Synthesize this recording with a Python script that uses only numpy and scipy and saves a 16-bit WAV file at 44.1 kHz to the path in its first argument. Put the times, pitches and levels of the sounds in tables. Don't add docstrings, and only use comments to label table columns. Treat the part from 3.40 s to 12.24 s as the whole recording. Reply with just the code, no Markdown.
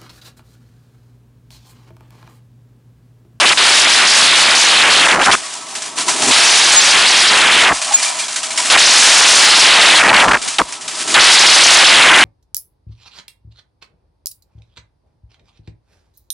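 import sys
import numpy as np
from scipy import signal
from scipy.fft import rfft, irfft
from scipy.io import wavfile
from scipy.ndimage import uniform_filter1d, minimum_filter1d

SR = 44100
rng = np.random.default_rng(int(sys.argv[2]) if len(sys.argv) > 2 else 0)


def to_wav(s):
    ch = np.atleast_2d(s).T
    pcm = np.round(np.clip(ch, -1, 1) * 32767)
    wavfile.write(sys.argv[1], SR, pcm.astype(np.int16))


def gain_from_db(level_db):
    decades = np.asarray(level_db, float) / 20
    return 10 ** decades


N = 389844

# entry t/s, exit t/s, full wrap rate re 1 kHz level/dB, stripped wrap rate level/dB,
# rasp level/dB
COBS = [
    (-.6, 0.146, 11, 10.5, -10),
    (.173, 1.96, 11, 5, -10.5),
    (2.909, 4.33, 11.5, 7, -10.5),
    (5.3, 6.98, 12, 2.5, -9),
    (7.12, 7.208, 15, .5, -10.5),
    (7.741, 9.2, 11, 4, -8),
]
GRIP_SHARE, GRIP_DB, STRIP_POWER = 0.0502, -1.5, 3.0
LEVEL_PER_RATE, RATTLE_DB, RATTLE_PER_RATE = -0.29, -35, 1.416
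# start t/s, end t/s
OVERLOADS = [(0, .137), (.173, 1.677), (1.683, 1.908), (1.913, 1.954), (2.909, 4.329), (5.3, 5.368),
             (5.373, 6.622), (6.626, 6.721), (6.727, 6.925), (6.932, 6.975), (7.184, 7.219), (7.741, 8.85)]
# t/s, half length t/s, wrap rate change level/dB, rasp change level/dB
SLIPS = [(.04, .035, -4, -.5), (.106, .012, -3.5, -1), (.137, .008, -4, -3.5), (.465, .02, -2.5, -.5),
         (.621, .045, -2.5, -0.5), (.88, .1, -1.26, 0), (1.066, .025, -1, -0.5), (1.223, .06, 1.5, 0),
         (1.464, .04, -1.32, 0), (1.55, .06, 1.26, 0.5), (1.779, 0.031, -5, -3), (1.849, .012, 2.5, -5),
         (1.886, .015, -4, 1), (1.92, .012, 5, 1.5), (3.553, 0.039, -3, 0), (3.645, .025, -1.5, -0.5),
         (3.945, 0.036, -2.5, -0.5), (4.329, .04, -5.5, -3), (5.355, .025, -4.5, 0), (6.26, .03, -1.5, 0),
         (4.04, .07, -1.28, -0.5), (6.57, 0.041, 1.5, 0), (6.64, 0.043, -2, -1.5), (6.72, .015, -4, -0.5),
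         (6.809, 0.039, 0.73, -1), (6.868, .016, -4, -1), (6.902, .01, -2.5, -7.5), (6.973, .015, 1, -10),
         (7.772, .03, -3.5, -0.5), (8.68, .1, -1.5, 0)]
# t/s, peak level/dB, jump in pounding level/dB
BITES = [(1.7594, -12, 3), (1.7907, -7, 3), (1.812, -8, 3), (1.8313, -7, 3), (1.8482, -1, 3),
         (4.2504, -1, 3), (4.2895, -13, 3), (4.3112, -7, 3), (4.3254, -6, 3.5), (6.6444, -1, 3),
         (6.692, -1, 4.5), (6.7446, -4, 5.5), (6.7643, 1, 3), (6.7935, 1, 3), (6.8096, 0, 2.5),
         (6.8823, -6, 7), (6.9127, -8, 6), (6.933, -6, 6), (6.9711, -7, 7), (7.184, 0, 4.5), (7.7408, 1, 4)]
# t/s, rattle level/dB
FLOW = [
    [(.143, -31.5), (.167, -22)],
    [(1.968, -28.5), (2.33, -36.5), (2.57, -40), (2.588, -25.5), (2.67, -31), (2.68, -24), (2.798, -27),
     (2.84, -20.5), (2.9, -17.5)],
    [(4.342, -22.5), (4.376, -28), (4.532, -23.5), (4.848, -29), (4.856, -40), (4.97, -37), (5.04, -34),
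     (5.162, -33), (5.29, -22)],
    [(6.99, -31), (7.052, -33), (7.138, -30), (7.172, -43)],
    [(7.235, -44), (7.249, -34), (7.343, -47), (7.385, -51), (7.529, -33), (7.609, -24), (7.631, -38),
     (7.645, -28), (7.73, -19.5)],
]
# idle hood boom level/dB, boom re rattle at start and end level/dB,
# frame re boom at start and end level/dB
PAUSES = [
    (-33, -10, -10.5, -10, -4),
    (-39, -15, -4.5, -13, 0.5),
    (-37, -8.5, -8, -17.5, -8.5),
    (-41, -7, -7, -12, -14),
    (-40.5, -30, -7.5, -9, -2.5),
]
# f/Hz, level/dB per Hz
KERNEL_SPECTRUM = [(710, -39), (1200, -7), (1320, -7), (1420, -6.5), (1540, -5.5), (1870, -5), (2330, -5),
                   (2900, -3.5), (4470, -4), (4720, -3), (8200, -4), (9580, -7), (10800, -13), (14000, -40),
                   (22000, -120)]
# f/Hz, width f/Hz, level/dB
PANEL_MODES = [(2380, 91, -11), (3000, 30, -15), (4540, 39, -36), (5700, 21, -62), (6760, 41, -35)]
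# t/s, peak level/dB, share of the boom band level/dB
THROWS = [(2.0877, -52, -30), (2.3514, -15, -17), (2.4204, -16.5, -20), (2.4544, -25, 17), (2.578, -15, 14),
          (2.681, -6.5, 19), (2.8185, -18, 22), (4.4152, -13.5, -23), (4.4694, -26, 2), (4.5194, -19, 17),
          (4.586, -23, -32), (4.628, -8, -24), (4.787, -10.5, -9), (4.881, -14, -34), (4.9222, -17, -20),
          (4.959, -10.5, -20), (5.03, -11, -28), (5.1043, -14.5, -37), (5.1744, -5.5, -1),
          (5.248, -13, -41), (7.016, -14.5, -21), (7.0757, -11.5, -28), (7.2812, -24, -19),
          (7.3223, -16, -21), (7.4093, -20, -11), (7.478, -13.5, 8), (7.5986, -38, -17), (7.676, -12, -24)]
# f/Hz, width f/Hz, level/dB
HOOD_MODES = [(632, 53, 2), (812, 110, -6), (985, 86, -4.5), (1130, 8.6, 2.5), (1174, 42, -10),
              (1312, 17, 3)]
# f/Hz, width f/Hz, level/dB
FRAME_MODES = [(100, 17, -9), (165, 61, -7.5), (258, 23, 1), (306, 42, -0.5), (414, 100, -1.5)]
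# f/Hz, width f/Hz, level/dB
MOTOR_MODES = [(101, 14, -4), (152.85, 26, 0), (200, 20, -7)]
MOTOR_DB = -59.5
# t/s, peak level/dB, f/Hz, ring below peak level/dB
PINGS = [(2.029, -22, 1890, -7), (2.577, -16, 1000, -8), (2.677, -2, 999, -13), (2.712, -5, 985, -12),
         (2.832, -5, 813, -9), (4.507, -10, 820, -10), (4.559, -14, 2380, -6), (4.599, -13, 986, -10),
         (4.659, -11, 2370, -7), (4.791, -7, 2390, -9), (4.829, -17, 3340, -10), (5.174, -6.5, 2240, -9.5),
         (5.189, -11, 985, -2.5), (7.599, -17, 3430, -12)]
# t/s, length t/s, f/Hz, level/dB
WHISTLES = [
    (3.381, 0.037, 6960, -2.5),
    (4.55, 0.021, 6900, 0.5),
    (4.576, .008, 6950, -16),
]
# f/Hz, side re mid level/dB
WIDTH = [(60, -17), (110, -17), (190, -12), (340, -14.5), (600, -12.5), (1070, -19), (1900, -26.5),
         (3380, -23), (6010, -15), (10700, -9.5)]
TOP_HZ = 11000


def unit(x):
    return x / np.sqrt(np.mean(x ** 2))


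def curve(table, off=-90):
    s, *columns = np.transpose(table)
    t = np.arange(N) / SR
    return np.array([np.interp(t, s, c, left=off, right=off) for c in columns])


def colour(x, points):
    hz, db = np.transpose(points)
    f = np.maximum(np.fft.rfftfreq(N, 1 / SR), 1)
    gain = gain_from_db(np.interp(np.log(f), np.log(hz), db))
    return irfft(rfft(x) * gain, N)


def ring(x, modes):
    total = 0
    for k, (hz, width, db) in enumerate(modes):
        b, a = signal.iirpeak(hz, hz / width, fs=SR)
        total = total + (-1) ** k * gain_from_db(db) * signal.lfilter(b, a, x)
    return total


def walk(rate):
    hold = int(SR / rate)
    levels = np.repeat(rng.standard_normal(N // hold + 1), hold)
    return unit(uniform_filter1d(uniform_filter1d(levels, hold), hold)[:N])


def struck(times, sizes, fall_s):
    kicks = np.zeros(N)
    np.add.at(kicks, (np.asarray(times) * SR).astype(int), sizes)
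    return signal.lfilter([1], [1, -np.exp(-1 / (fall_s * SR))], kicks)


def overload():
    t = np.arange(0, N + 64, 64) / SR
    rate_db, level_db = np.zeros((2, len(t)))
    for enters, leaves, full_db, stripped_db, db in COBS:
        u = np.clip((t - enters + .002) / (leaves - enters), 0, 1)
        grip_db = GRIP_DB * np.exp(-u / GRIP_SHARE)
        load_db = full_db + grip_db + (stripped_db - full_db) * u ** STRIP_POWER
        rate_db = np.where(u > 0, load_db, rate_db)
        level_db = np.where(u > 0, db - LEVEL_PER_RATE * full_db, level_db)
    for s, half, jam_db, drop_db in SLIPS:
        bump = np.exp(-((t - s) / half) ** 2)
        rate_db = rate_db + jam_db * bump
        level_db = level_db + drop_db * bump
    rasp_db = level_db + LEVEL_PER_RATE * rate_db
    rattle_db = RATTLE_DB + RATTLE_PER_RATE * rate_db
    fine = np.arange(N) / SR
    on = sum((fine >= a) & (fine <= b) for a, b in OVERLOADS) > 0
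    return np.array([np.where(on, np.interp(fine, t, c), -90) for c in (rasp_db, rate_db, rattle_db)])


def pounding():
    return unit(ring(rng.standard_normal(N), [(55.07, 60, -1), (150.25, 140, -1), (499.2, 700, -11)]))


def rasp(rattle):
    level_db, rate_db, _ = overload()
    rate_db = np.maximum(rate_db, -3)
    bites = np.array(BITES)
    bite_db = struck(bites[:, 0], bites[:, 2], 0.01193)
    shaft, frame = pounding(), pounding()
    load = np.clip((rate_db - 3.5) / 5.5, 0, 1)
    pound = np.sign(shaft) * np.hypot(shaft, .9 * load * frame)
    effort = gain_from_db(1.25 * rate_db - 3.5 + bite_db + 0.5 * walk(30) + 1.1 * walk(300))
    wraps_hz = 1000 * effort * np.tanh(.55 * pound) * 2.1
    phase = 2 * np.pi * np.cumsum(wraps_hz) / SR + 2.76 * rattle
    folded = np.sin(phase) + 0.21 * np.sin(2 * phase) + 0.037 * np.sin(3 * phase)
    moving = np.tanh((uniform_filter1d(np.abs(wraps_hz), size=40) / 720) ** 4)
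    steps = signal.lfilter(*signal.butter(2, 430, "high", fs=SR), folded * (0.15 + moving))
    steps = np.tanh(1.157 * signal.lfilter(*signal.butter(1, 8500, fs=SR), steps))
    steps = steps - ring(steps, [(472, 310, -7.0)])
    steps = signal.lfilter(*signal.butter(1, 130, "high", fs=SR), steps)
    steps = steps * uniform_filter1d(gain_from_db(level_db + 4.5), size=24)
    return steps + unwrapped(level_db, rate_db)


def unwrapped(level_db, rate_db):
    fade = np.exp(-1 / (0.0084 * SR))
    leak = signal.lfilter([1 - fade], [1, -fade], gain_from_db(level_db - 11.0 - 1.45 * rate_db))
    thump = unit(ring(rng.standard_normal(N), [(35, 150, -21), (255, 250, 8.5)]))
    thump = signal.lfilter(*signal.butter(1, 110, "high", fs=SR), thump)
    settle = np.exp(-1 / (0.022 * SR))
    deep = signal.lfilter([1 - settle], [1, -settle], gain_from_db(level_db - 20 - 2.8 * rate_db))
    shudder = deep * unit(ring(rng.standard_normal(N), [(38, 40, 0)]))
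    return leak * thump + shudder


def between():
    rows = []
    for flow, (idle_db, *relative_db) in zip(FLOW, PAUSES):
        s, db = np.transpose(flow)
        ends = np.reshape(relative_db, (2, 2))
        below_db, frame_db = (np.interp(s, s[[0, -1]], pair) for pair in ends)
        boom_db = 10 * np.log10(gain_from_db(2 * idle_db) + gain_from_db(2 * (db + below_db)))
        rows.append(curve(np.transpose([s, boom_db, frame_db, db])))
    return -minimum_filter1d(-np.max(rows, axis=0), size=1200, axis=1)


def hail(rate, spread_db):
    when = rng.random(N) < rate / SR
    size = rng.exponential(size=N)
    decay = np.exp(-1 / (0.0036 * SR))
    energy = signal.lfilter([1], [1, -decay], when * gain_from_db(2 * spread_db * size))
    return unit(np.sqrt(energy + 0.057) * rng.standard_normal(N))


def throws(column_db, rise_s, fall_s):
    times = np.array(THROWS)[:, 0]
    onset_s = 1 / (1 / fall_s + 1 / rise_s)
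    return struck(times, gain_from_db(column_db), fall_s) - struck(times, gain_from_db(column_db), onset_s)


def kernels():
    hits = hail(rate=2300.0, spread_db=1.5)
    tone = unit(colour(hits, KERNEL_SPECTRUM[:-2]))
    tone = unit(tone + 1.2 * ring(tone, PANEL_MODES))
    stream_db = np.maximum(overload()[2] + 4.2, between()[2] + 4.02)
    stream_db = -minimum_filter1d(-stream_db, size=420, origin=200)
    stream = gain_from_db(stream_db + 1.5 * walk(25))
    handfuls = gain_from_db(-7.5) * throws(np.array(THROWS)[:, 1], 0.0003, 0.036)
    return tone * (stream + handfuls)


def body():
    hood_db, frame_db, _ = between()
    shake = hail(rate=620.0, spread_db=-1.5)
    hood = unit(ring(ring(shake, HOOD_MODES), [(947, 330, 0)]))
    frame = unit(ring(ring(rng.standard_normal(N), FRAME_MODES), [(253, 340, 0)]))
    hum = unit(ring(ring(rng.standard_normal(N), MOTOR_MODES), [(102, 240, 0)]))
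    _, peak_db, boom_share_db = np.transpose(THROWS)
    knocks = gain_from_db(-29) * throws(peak_db + boom_share_db, .003, 0.016)
    return hood * (gain_from_db(hood_db + 2.0) + knocks) + frame * gain_from_db(hood_db + frame_db) + gain_from_db(MOTOR_DB) * hum


def pings():
    out = np.zeros(N)
    age = np.arange(SR // 4) / SR
    envelope = np.minimum(age / 0.0065, 1) * np.exp(-age / 0.022)
    for s, db, hz, below in PINGS:
        out[int(s * SR):][:len(age)] += gain_from_db(db + below) * envelope * np.sin(2 * np.pi * hz * age)
    return gain_from_db(3.6 * walk(90)) * out


def whistle():
    t = np.arange(N) / SR
    total = np.zeros(N)
    for s, length, hz, db in WHISTLES:
        burst = np.exp(-np.abs((t - s) / (length / 2)) ** 2.64)
        total += gain_from_db(db) * burst * np.sin(2 * np.pi * hz * t)
    return total


def patchy(x, spread_db):
    z = signal.stft(x, nperseg=2048)[2]
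    field = rng.standard_normal((z.shape[0] // 24 + 1, z.shape[1]))
    field = unit(uniform_filter1d(uniform_filter1d(field, size=4, axis=1), size=2, axis=0))
    level_db = spread_db * np.repeat(field, repeats=24, axis=0)[:len(z)]
    return signal.istft(z * gain_from_db(level_db), nperseg=2048)[1][:N]


def scene():
    rattle = kernels()
    high_pass = signal.butter(2, 90, "high", fs=SR, output="sos")
    machine = signal.sosfilt(high_pass, rattle + body() + pings())
    mid = rasp(rattle) + machine
    loudness = np.sqrt(uniform_filter1d((0.69 * mid) ** 2 + (1.45 * machine) ** 2, size=2048))
    late = np.roll(mid, shift=9001)
    other = late / np.sqrt(uniform_filter1d(late ** 2, size=2048)) * loudness
    side = gain_from_db(-3.0) * patchy(colour(other, WIDTH), spread_db=5.0) + whistle()
    return np.array([mid + side, mid - side])


def roll_off(x):
    return signal.sosfilt(signal.butter(12, 11280, fs=SR, output="sos"), x)


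def record(dry):
    top_cut = signal.ellip(12, .2, 75, TOP_HZ, fs=SR, output="sos")
    mix = signal.sosfilt(top_cut, np.clip(dry, -.87, .87))
    return roll_off(mix)


dry = scene()
out = record(dry)
to_wav(out)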